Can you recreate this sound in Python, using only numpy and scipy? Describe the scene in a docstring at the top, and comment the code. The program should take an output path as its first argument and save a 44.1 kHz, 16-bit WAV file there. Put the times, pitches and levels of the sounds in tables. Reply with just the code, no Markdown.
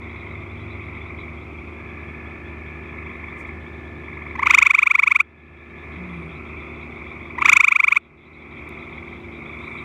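"""A toad on a gravel road at night gives two loud rattling calls, each a train of short rising pulses:
air squeezed past its vocal cords rings in its swelling vocal sac. Behind it are more toads of its kind,
a faster trill, small peeping frogs, one insect chirp, faint rustles, a brief low tone, night air and the
drone of distant machinery. The close calls overload the microphone, and its gain control ducks the
background, which then swells back."""
import sys
import numpy as np
from scipy import signal
from scipy.fft import rfft, irfft, next_fast_len
from scipy.io import wavfile
from scipy.ndimage import uniform_filter1d, minimum_filter1d

SR = 44100
rng = np.random.default_rng(int(sys.argv[2]) if len(sys.argv) > 2 else 0)


def materialize(psi):
    """Save the field psi as 16-bit PCM at rate SR to the path in sys.argv[1].

    A 1-D psi becomes a single channel; in a 2-D psi each row is a channel.
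    """
    bounded = np.clip(np.atleast_2d(psi).T, -1, 1)
    quanta = np.round(bounded * 32767).astype(np.int16)
    wavfile.write(sys.argv[1], SR, quanta)


N = 433944
TIME = np.arange(N) / SR


def from_db(db):
    """Decibels to gain."""
    return 10 ** (np.asarray(db) / 20)


def rms_one(x):
    """Scale to an rms of 1."""
    return x / np.sqrt(np.mean(x ** 2) + 1e-20)


def phase_of(hz):
    """Running phase of a moving pitch."""
    return 2 * np.pi * np.cumsum(hz) / SR


def envelope(start_s, end_s, attack_s, release_s):
    """Rise from the start, hold, and die away after the end."""
    rise = 1 - np.exp(-np.maximum(TIME - start_s, 0) / attack_s)
    return rise * np.exp(-np.maximum(TIME - end_s, 0) / release_s)


def shaped_noise(gain_at):
    """Noise of rms 1 whose spectrum is a function of frequency."""
    size = next_fast_len(N)
    hz = np.maximum(np.fft.rfftfreq(size, 1 / SR), 1)
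    return rms_one(irfft(rfft(rng.standard_normal(size)) * gain_at(hz), size)[:N])


def coloured(spectrum):
    """Noise through an EQ curve of (Hz, dB) points."""
    points_hz, db = np.transpose(spectrum)
    return shaped_noise(lambda hz: from_db(np.interp(np.log(hz), np.log(points_hz), db)))


def narrow(centre_hz, width_hz):
    """Noise around one frequency."""
    return shaped_noise(lambda hz: 1 / (1 + ((hz - centre_hz) / width_hz) ** 2))


def drift(speed_hz):
    """A random modulator, moving mostly below this speed."""
    return narrow(0, speed_hz)


def scatter(x, t60):
    """Many small reflections off gravel and plants, dying away."""
    t = np.arange(int(t60 * SR)) / SR
    echoes = rng.standard_normal(len(t)) * from_db(-60 * t / t60) * (1 - np.exp(-t / 0.0027))
    return signal.fftconvolve(x, echoes / np.linalg.norm(echoes))[:N]


def add(out, sound, s):
    """Mix a sound in from time s."""
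    start = int(round(s * SR))
    low, high = max(start, 0), min(start + len(sound), N)
    if high > low:
        out[low:high] += sound[low - start:high - start]


# EQ of the night's noise bed. Each row: frequency in Hz, relative level in dB.
AIR_EQ = [(25, -28), (45, -11), (65, 1), (115, -1.5), (170, -2.5), (270, -4.5), (390, -5), (480, -11.5),
          (800, -12), (1600, -20), (2800, -27.5), (4400, -40.5), (5700, -43), (9000, -50), (15000, -58)]


def night_air(level_db=-42):
    """Night air and far traffic make a steady, dark bed."""
    return from_db(level_db) * coloured(AIR_EQ)


# The machinery's upper tones. Each row: pitch in Hz, width of its waver in Hz, level in dB.
DRONE_TONES = [(151.5, 4.9, -50.5), (234, 3.9, -47.5), (295, 10.17, -52.5), (343.2, 3.63, -47.5),
               (357.7, 5, -64.5), (379, 4.11, -50.5), (415.3, 4, -56.5), (537, 5, -63.5), (677, 5, -62)]


def machinery(motor_hz=76.5, second_motor_hz=99.6):
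    """The hum of two distant motors grows slowly fainter, under higher tones that waver on their way."""
    def tone(hz, width_hz, waver_db):
        phase = phase_of(hz + width_hz * drift(10.65) / 2)
        return rms_one(np.sin(phase) * from_db(waver_db * drift(9.2)))
    motor_db = -40.5 - 2 * np.maximum(TIME - 5.36, 0)
    surge_db = 9 * np.exp(-((TIME - 0.65) / 0.38) ** 2 / 2)
    second_db = -46 - 2 * TIME + surge_db
    hums = from_db(motor_db) * tone(motor_hz, 1.8, waver_db=0.6)
    hums += from_db(second_db) * tone(second_motor_hz, 2.86, waver_db=0.6)
    return hums + sum(from_db(db) * tone(hz, width, waver_db=0.5) for hz, width, db in DRONE_TONES)


def low_tone(start_s=5.96, end_s=6.22, level_db=-36.5, pitch_hz=182.2, sag_hz_per_s=74):
    """A soft, nearly pure far tone sinks and fades."""
    hz = pitch_hz - sag_hz_per_s * np.clip(TIME - start_s, 0, .5) + 3.97 * drift(10)
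    level = from_db(level_db - 0.5 * drift(29)) * envelope(start_s, end_s, 0.013, 0.18)
    return np.sqrt(2) * level * np.sin(phase_of(hz))


def insect(start_s=6.07, end_s=6.27, level_db=-78, pitch_hz=8950):
    """One faint, thin insect chirp."""
    return from_db(level_db) * envelope(start_s, end_s, .02, .03) * narrow(pitch_hz, 200)


# Rustles and a tick. Each row: peak time in seconds, level in dB, half-width in seconds, centre in Hz.
RUSTLES = [(3.4, -63, 0.02, 7360), (3.478, -68, .008, 6500), (8.692, -50, 0.001, 9500),
           (9.75, -72.5, 0.19, 7500)]


def grit():
    """Faint bursts of high noise, as of small stones and dry grass."""
    return sum(from_db(db) * np.exp(-((TIME - s) / width_s) ** 2 / 2) * narrow(hz, 3000)
               for s, db, width_s, hz in RUSTLES)


# Fader ride of the small frogs. Each row: time in seconds, level in dB.
FROG_FADER = [(0, -59), (1.2, -59.5), (1.6, -67), (3.9, -63.5), (6.5, -60), (9.25, -58), (9.84, -52.5)]


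def small_frogs(pips_per_s=6.5, half_width_s=.0025, sweep=0.085, spread=0.045, wet_db=1.5):
    """Six small far frogs repeat short, rising pips, each at its own uneven pace."""
    level_db = np.interp(TIME, *np.transpose(FROG_FADER))
    # the harder they call, the higher, up to a limit
    pitch_hz = np.minimum(3470 + 12 * (level_db - level_db.mean()), 3519)
    out = np.zeros(N)
    for place in np.linspace(-1, 1, 6):
        rate = pips_per_s * (1 + .15 * place)
        beats = np.cumsum(rate * (1 + .3 * drift(3.5))) / SR + rng.random()
        within = (beats % 1 - .5) / rate / half_width_s
        hz = pitch_hz * (1 + spread * place + sweep * np.tanh(within / 2) + 0.033 * drift(200))
        uneven = from_db(2.5 * np.tanh(drift(5)))
        out += np.exp(-within ** 2 / 2) * uneven * np.sin(phase_of(hz))
    return from_db(level_db) * rms_one(out + from_db(wet_db) * scatter(out, t60=0.22))


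def peeper(level_db=-66.5, pitch_hz=3340, peeps_per_s=5.4, half_width_s=0.0078, sweep=.04, wet_db=-4.5):
    """One small frog, a little nearer, keeps up fairly regular rising peeps."""
    beats = np.cumsum(peeps_per_s * (1 + 0.128 * drift(2))) / SR
    within = (beats % 1 - .5) / peeps_per_s / half_width_s
    hz = pitch_hz * (1 + sweep * np.tanh(within / 2) + 0.024 * drift(200))
    peeps = np.exp(-within ** 2 / 2) * np.sin(phase_of(hz))
    return from_db(level_db) * rms_one(peeps + from_db(wet_db) * scatter(peeps, t60=0.16))


def trill(start_s=1.72, end_s=5.8, level_db=-49, pitch_hz=1752, pulses_per_s=53, wet_db=-5.5):
    """A far toad of another kind holds one fast trill, sliding up into its note."""
    hz = pitch_hz - 110 * np.exp(-np.maximum(TIME - start_s, 0) / .12) + 14 * drift(46)
    throb = np.maximum(np.sin(2 * np.pi * pulses_per_s * TIME), 0) ** 0.77
    voice = throb * np.sin(phase_of(hz))
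    level = from_db(level_db) * envelope(start_s, end_s, attack_s=0.1, release_s=0.34)
    return level * rms_one(voice + from_db(wet_db) * scatter(voice, t60=0.46))


# A toad pulse's layers: fundamental, octave, buzz. Each row: crest level in dB, growth in dB per second,
# resonance lift in dB, resonance width as a share of the pitch, release start in seconds past the crest.
PULSE_LAYERS = [(-14, 849, 6.5, .15, 0.0058), (0.67, 135, 27, 0.084, 0.0048),
                (8.5, 379.5, 16, 0.047, 0.0079)]


def pulse_shape(t, climb_per_s=10.5, attack_db_per_s=6493, release_db_per_s=3698):
    """Pitch ratio and layer levels at t seconds from the crest, where the pitch meets the resonance."""
    climbing = np.clip(t, -0.01546, 0.007)
    end_flick = 0.019 * np.expm1(climbing / 0.0033)
    ratio = 1 + climb_per_s * climbing + end_flick
    attack_db = attack_db_per_s * np.minimum(t + 0.015, 0)
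    levels_db = []
    for crest_db, growth, lift_db, width, release_s in PULSE_LAYERS:
        resonance_db = lift_db * np.expm1(-((ratio - 1) / width) ** 2 / 2)
        release_db = release_db_per_s * np.maximum(t - release_s, 0)
        levels_db.append(crest_db + attack_db + growth * np.minimum(t, 0) + resonance_db - release_db)
    return ratio, levels_db


# Buzz of the vocal cords. Each row: harmonic number, level in dB within the buzz layer.
CORD_HARMONICS = [(3, -43), (4, -44.5), (5, -46.5), (6, -39.5), (7, -60), (8, -52), (9, -55), (10, -65),
                  (11, -65), (12, -60.5), (13, -59.5)]


def toad_pulse(pitch_hz, fullness, jitter):
    """One squeeze of air sweeps the octave up through the sac's resonance. Gives sound and airflow."""
    t = (np.arange(len(jitter)) - len(jitter) / 2) / SR
    # a slack sac gives shorter, rougher pulses with more fundamental
    slack = 1 - np.clip(fullness, 0, 1)
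    ratio, (low_db, octave_db, buzz_db) = pulse_shape(t / (1 - 0.2 * slack))
    low, octave = from_db(low_db + 14 * slack ** 1.33), from_db(octave_db)
    # while the sac is half full the pitch climbs from further below
    half_full = 2 * np.sqrt(slack * (1 - slack))
    ratio = ratio ** (1 + 0.447 * half_full * (t < 0))
    # the cords flutter irregularly until they lock on
    flutter = jitter * (0.019 + .2 * slack + 0.09 * np.clip(-t / .015, 0, 1) ** 2)
    phase = phase_of(pitch_hz * ratio * (1 + 0.16 * flutter))
    harmonics = sum(from_db(db) * np.sin(number * phase) for number, db in CORD_HARMONICS)
    buzz = from_db(buzz_db + 0.5 * slack) * harmonics
    ring = octave * (np.sin(2 * phase) + from_db(-29.5) * np.cos(3 * phase))
    # a puff of air slips through before the cords catch
    puff = from_db(10.5) * half_full * np.exp(-((t + 0.0098) / 0.0024) ** 2 / 2)
    fade = signal.windows.tukey(len(t), .2)
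    sound = (low * np.sin(phase) + ring + buzz) * (1 + flutter)
    airflow = np.sqrt(low * octave) + puff
    return sound * fade, airflow * fade


def far_toad(triggers, pitch_hz, dull_hz=2860):
    """A toad pulse on every trigger, dulled by distance."""
    pulse, _ = toad_pulse(pitch_hz, fullness=0.632, jitter=np.zeros(SR // 20))
    call = signal.fftconvolve(triggers, pulse, "same")
    return signal.sosfilt(signal.butter(4, dull_hz, fs=SR, output="sos"), call)


# Fader ride of the far chorus. Each row: time in seconds, level in dB.
CHORUS_FADER = [(0, -41), (1.2, -42.5), (2.4, -42.5), (3.2, -42), (3.9, -44.5), (6.5, -40), (7.3, -45),
                (8.6, -40.5), (9.25, -45.5), (9.84, -37.5)]


def chorus(pitch_hz=1164, spread=0.0606, pulses_per_s=23.8, waver_db=1.8, wet_db=4.5):
    """Four far toads rattle over each other, blurred by distance into an even din."""
    out = np.zeros(N)
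    for place in np.linspace(-1, 1, 4):
        rate = pulses_per_s * rng.uniform(.94, 1.06) * (1 + .05 * drift(15))
        beats = np.cumsum(rate) / SR + rng.random()
        triggers = np.diff(np.floor(beats), prepend=0) * from_db(waver_db * drift(0.66))
        out += far_toad(triggers, pitch_hz * (1 + spread * place))
    out += from_db(wet_db) * scatter(out, t60=0.82)
    running_rms = np.sqrt(uniform_filter1d(out ** 2, SR // 2) + 1e-12)
    return from_db(np.interp(TIME, *np.transpose(CHORUS_FADER))) * out / running_rms


# Mid-distance calls. Each row: start and end in seconds, level in dB, pitch in Hz, pulses per second.
NEIGHBOUR_CALLS = [(-.1, 0.357, -45.5, 1082, 24), (0.605, 1.326, -43, 1117, 22.7),
                   (1.75, 2.319, -46, 1177, 17.4), (2.564, 3.102, -47, 1178, 29),
                   (2.894, 3.496, -40.5, 1117, 23.6), (3.999, 4.498, -38.5, 1116, 21.8),
                   (5.75, 6.298, -61, 1127, 42), (6.446, 6.997, -46, 1138, 30.5),
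                   (6.883, 7.403, -41, 1141, 21), (8.34, 9.132, -43.5, 1121, 19.8),
                   (9.31, 9.899, -41.5, 1157, 27.5), (9.537, 9.9, -61, 1095, 31)]


def neighbours(swell_s=0.06, uneven_db=.8, jitter_s=0.000998, wet_db=-5):
    """Toads some way off give the near toad's call: it swells, rattles and stops short."""
    out = np.zeros(N)
    for start, end, db, pitch_hz, rate in NEIGHBOUR_CALLS:
        triggers = np.zeros(N)
        for s in np.arange(end, start, -1 / rate):
            late, loud = rng.standard_normal(2)
            swell = 1 - np.exp(-(s - start) / swell_s)
            add(triggers, [from_db(uneven_db * loud) * swell], s + jitter_s * late)
        time_share = (end - start) * SR / N
        out += from_db(db) * np.sqrt(time_share) * rms_one(far_toad(triggers, pitch_hz))
    return (out + from_db(wet_db) * scatter(out, t60=0.34)) / np.hypot(1, from_db(wet_db))


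# Timing of the near calls. Each row: first crest in seconds, pulse count, first and settled gap in
# seconds, pulses to settle, stretch of the last gap in seconds.
NEAR_RHYTHM = [(4.358, 22, .03713, .0409, 7.86, .0034), (7.3881, 16, .03554, .03983, 9.86, .0048)]
# Their swell. Each row: first and full gain in dB, pulses to reach full gain, pitch in Hz.
NEAR_SWELL = [(-26.5, 9.0, 8, 1171), (-19, 9, 5.5, 1177)]


def call_pulses(empty_db=-13, full_sac_db=9.4, slowing_pulses=1.19, pitch_scatter=0.008):
    """A call starts quick and soft, settles as the sac fills and slows at its end."""
    rows = []
    for rhythm, (first_db, full_db, swell, hz) in zip(NEAR_RHYTHM, NEAR_SWELL):
        start, count, first_gap, settled_gap, settle, stretch = rhythm
        k = np.arange(count)
        gaps = np.interp(k[:-1], [0, settle], [first_gap, settled_gap])
        gaps += stretch * np.exp(-k[:-1][::-1] / slowing_pulses)
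        db = full_db + (first_db - full_db) * np.maximum(1 - k / swell, 0) ** 2
        fullness = np.clip((db - empty_db) / (full_sac_db - empty_db), 0, 1)
        flat = 0.14 * np.exp(-(fullness / 0.089) ** 2)   # an empty sac sounds flat
        pitch_hz = hz * (1 - flat + pitch_scatter * rng.standard_normal(count))
        rows += zip(start + np.append(0, np.cumsum(gaps)), db, pitch_hz, fullness)
    return rows


# EQ of the near toad's rasp and rattle. Each row: frequency in Hz, relative level in dB.
RASP_EQ = [(800, -34.5), (1100, -6), (1550, -7.5), (2300, 2.5), (2900, -5.5), (3500, -14), (4400, -29.5),
           (5400, -32.5), (6800, -24.5), (9000, -38), (15000, -42.5)]


def near_toad(rasp_db=-30, rattle_db=-25, grain_db=8.5, clearing_db_per_s=5.5, ground_db=-23):
    """Two close calls: swept pulses, a rasp of air, a grainy rattle and scatter off the gravel."""
    voice, airflow, rattling = np.zeros((3, N))
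    jitter, half = drift(400), round(SR / 40)
    for s, db, pitch_hz, fullness in call_pulses():
        crest = int(s * SR)
        pulse, flow = toad_pulse(pitch_hz, fullness, jitter[crest - half:crest + half])
        add(voice, from_db(db) * pulse, s - half / SR)
        add(airflow, from_db(db) * flow, s - half / SR)
        # air already rattles past the cords as each squeeze begins; this clears as the call goes on
        elapsed = min(s - start for start, *_ in NEAR_RHYTHM if start <= s)
        strength = from_db(-clearing_db_per_s * elapsed) * (fullness / 1.38) ** 2
        add(rattling, strength * signal.windows.tukey(2 * half, .5), s - .032)
    rattle = from_db(rattle_db + grain_db * np.minimum(drift(130), 2)) * rattling
    voice += (from_db(rasp_db) * airflow + rattle) * coloured(RASP_EQ)
    # so small a body radiates no bass
    voice = signal.sosfilt(signal.butter(4, 790, "high", fs=SR, output="sos"), voice)
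    return voice + from_db(ground_db) * scatter(voice, t60=0.03)


def scene():
    """The near toad over the night's background, in mono."""
    far_frogs = neighbours() + chorus() + trill() + small_frogs() + peeper()
    bed = night_air() + machinery() + low_tone() + insect() + grit()
    return (bed + far_frogs + near_toad())[None]


def gain_control(x, threshold_db=-1.5, release_db_per_s=26, attack_s=0.059, hold_s=0.12):
    """Peaks over the threshold turn the gain down; it holds briefly and creeps back."""
    excess_db = np.maximum(20 * np.log10(np.abs(x).max(axis=0) + 1e-9) - threshold_db, 0)
    size = 2 * int(hold_s * SR / 2) + 1
    held = -minimum_filter1d(-excess_db, size, origin=size // 2)
    released = np.maximum.accumulate(held + release_db_per_s * TIME) - release_db_per_s * TIME
    pole = np.exp(-1 / (attack_s * SR))
    return x * from_db(-signal.lfilter([1 - pole], [1, -pole], released))


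def record(dry, ceiling=0.71, hardness=4.17, lopsided=0.0025, stopband_hz=16300):
    """Gain control, a rounded and slightly lopsided overload on what slips past it, and a high cut."""
    x = gain_control(dry)
    x = x / (1 + np.abs(x / ceiling) ** hardness) ** (1 / hardness)
    x = x + lopsided * signal.sosfilt(signal.butter(2, 1000, "high", fs=SR, output="sos"), x ** 2)
    return signal.sosfilt(signal.cheby2(14, 70, stopband_hz, fs=SR, output="sos"), x)


dry = scene()
out = record(dry)
materialize(out)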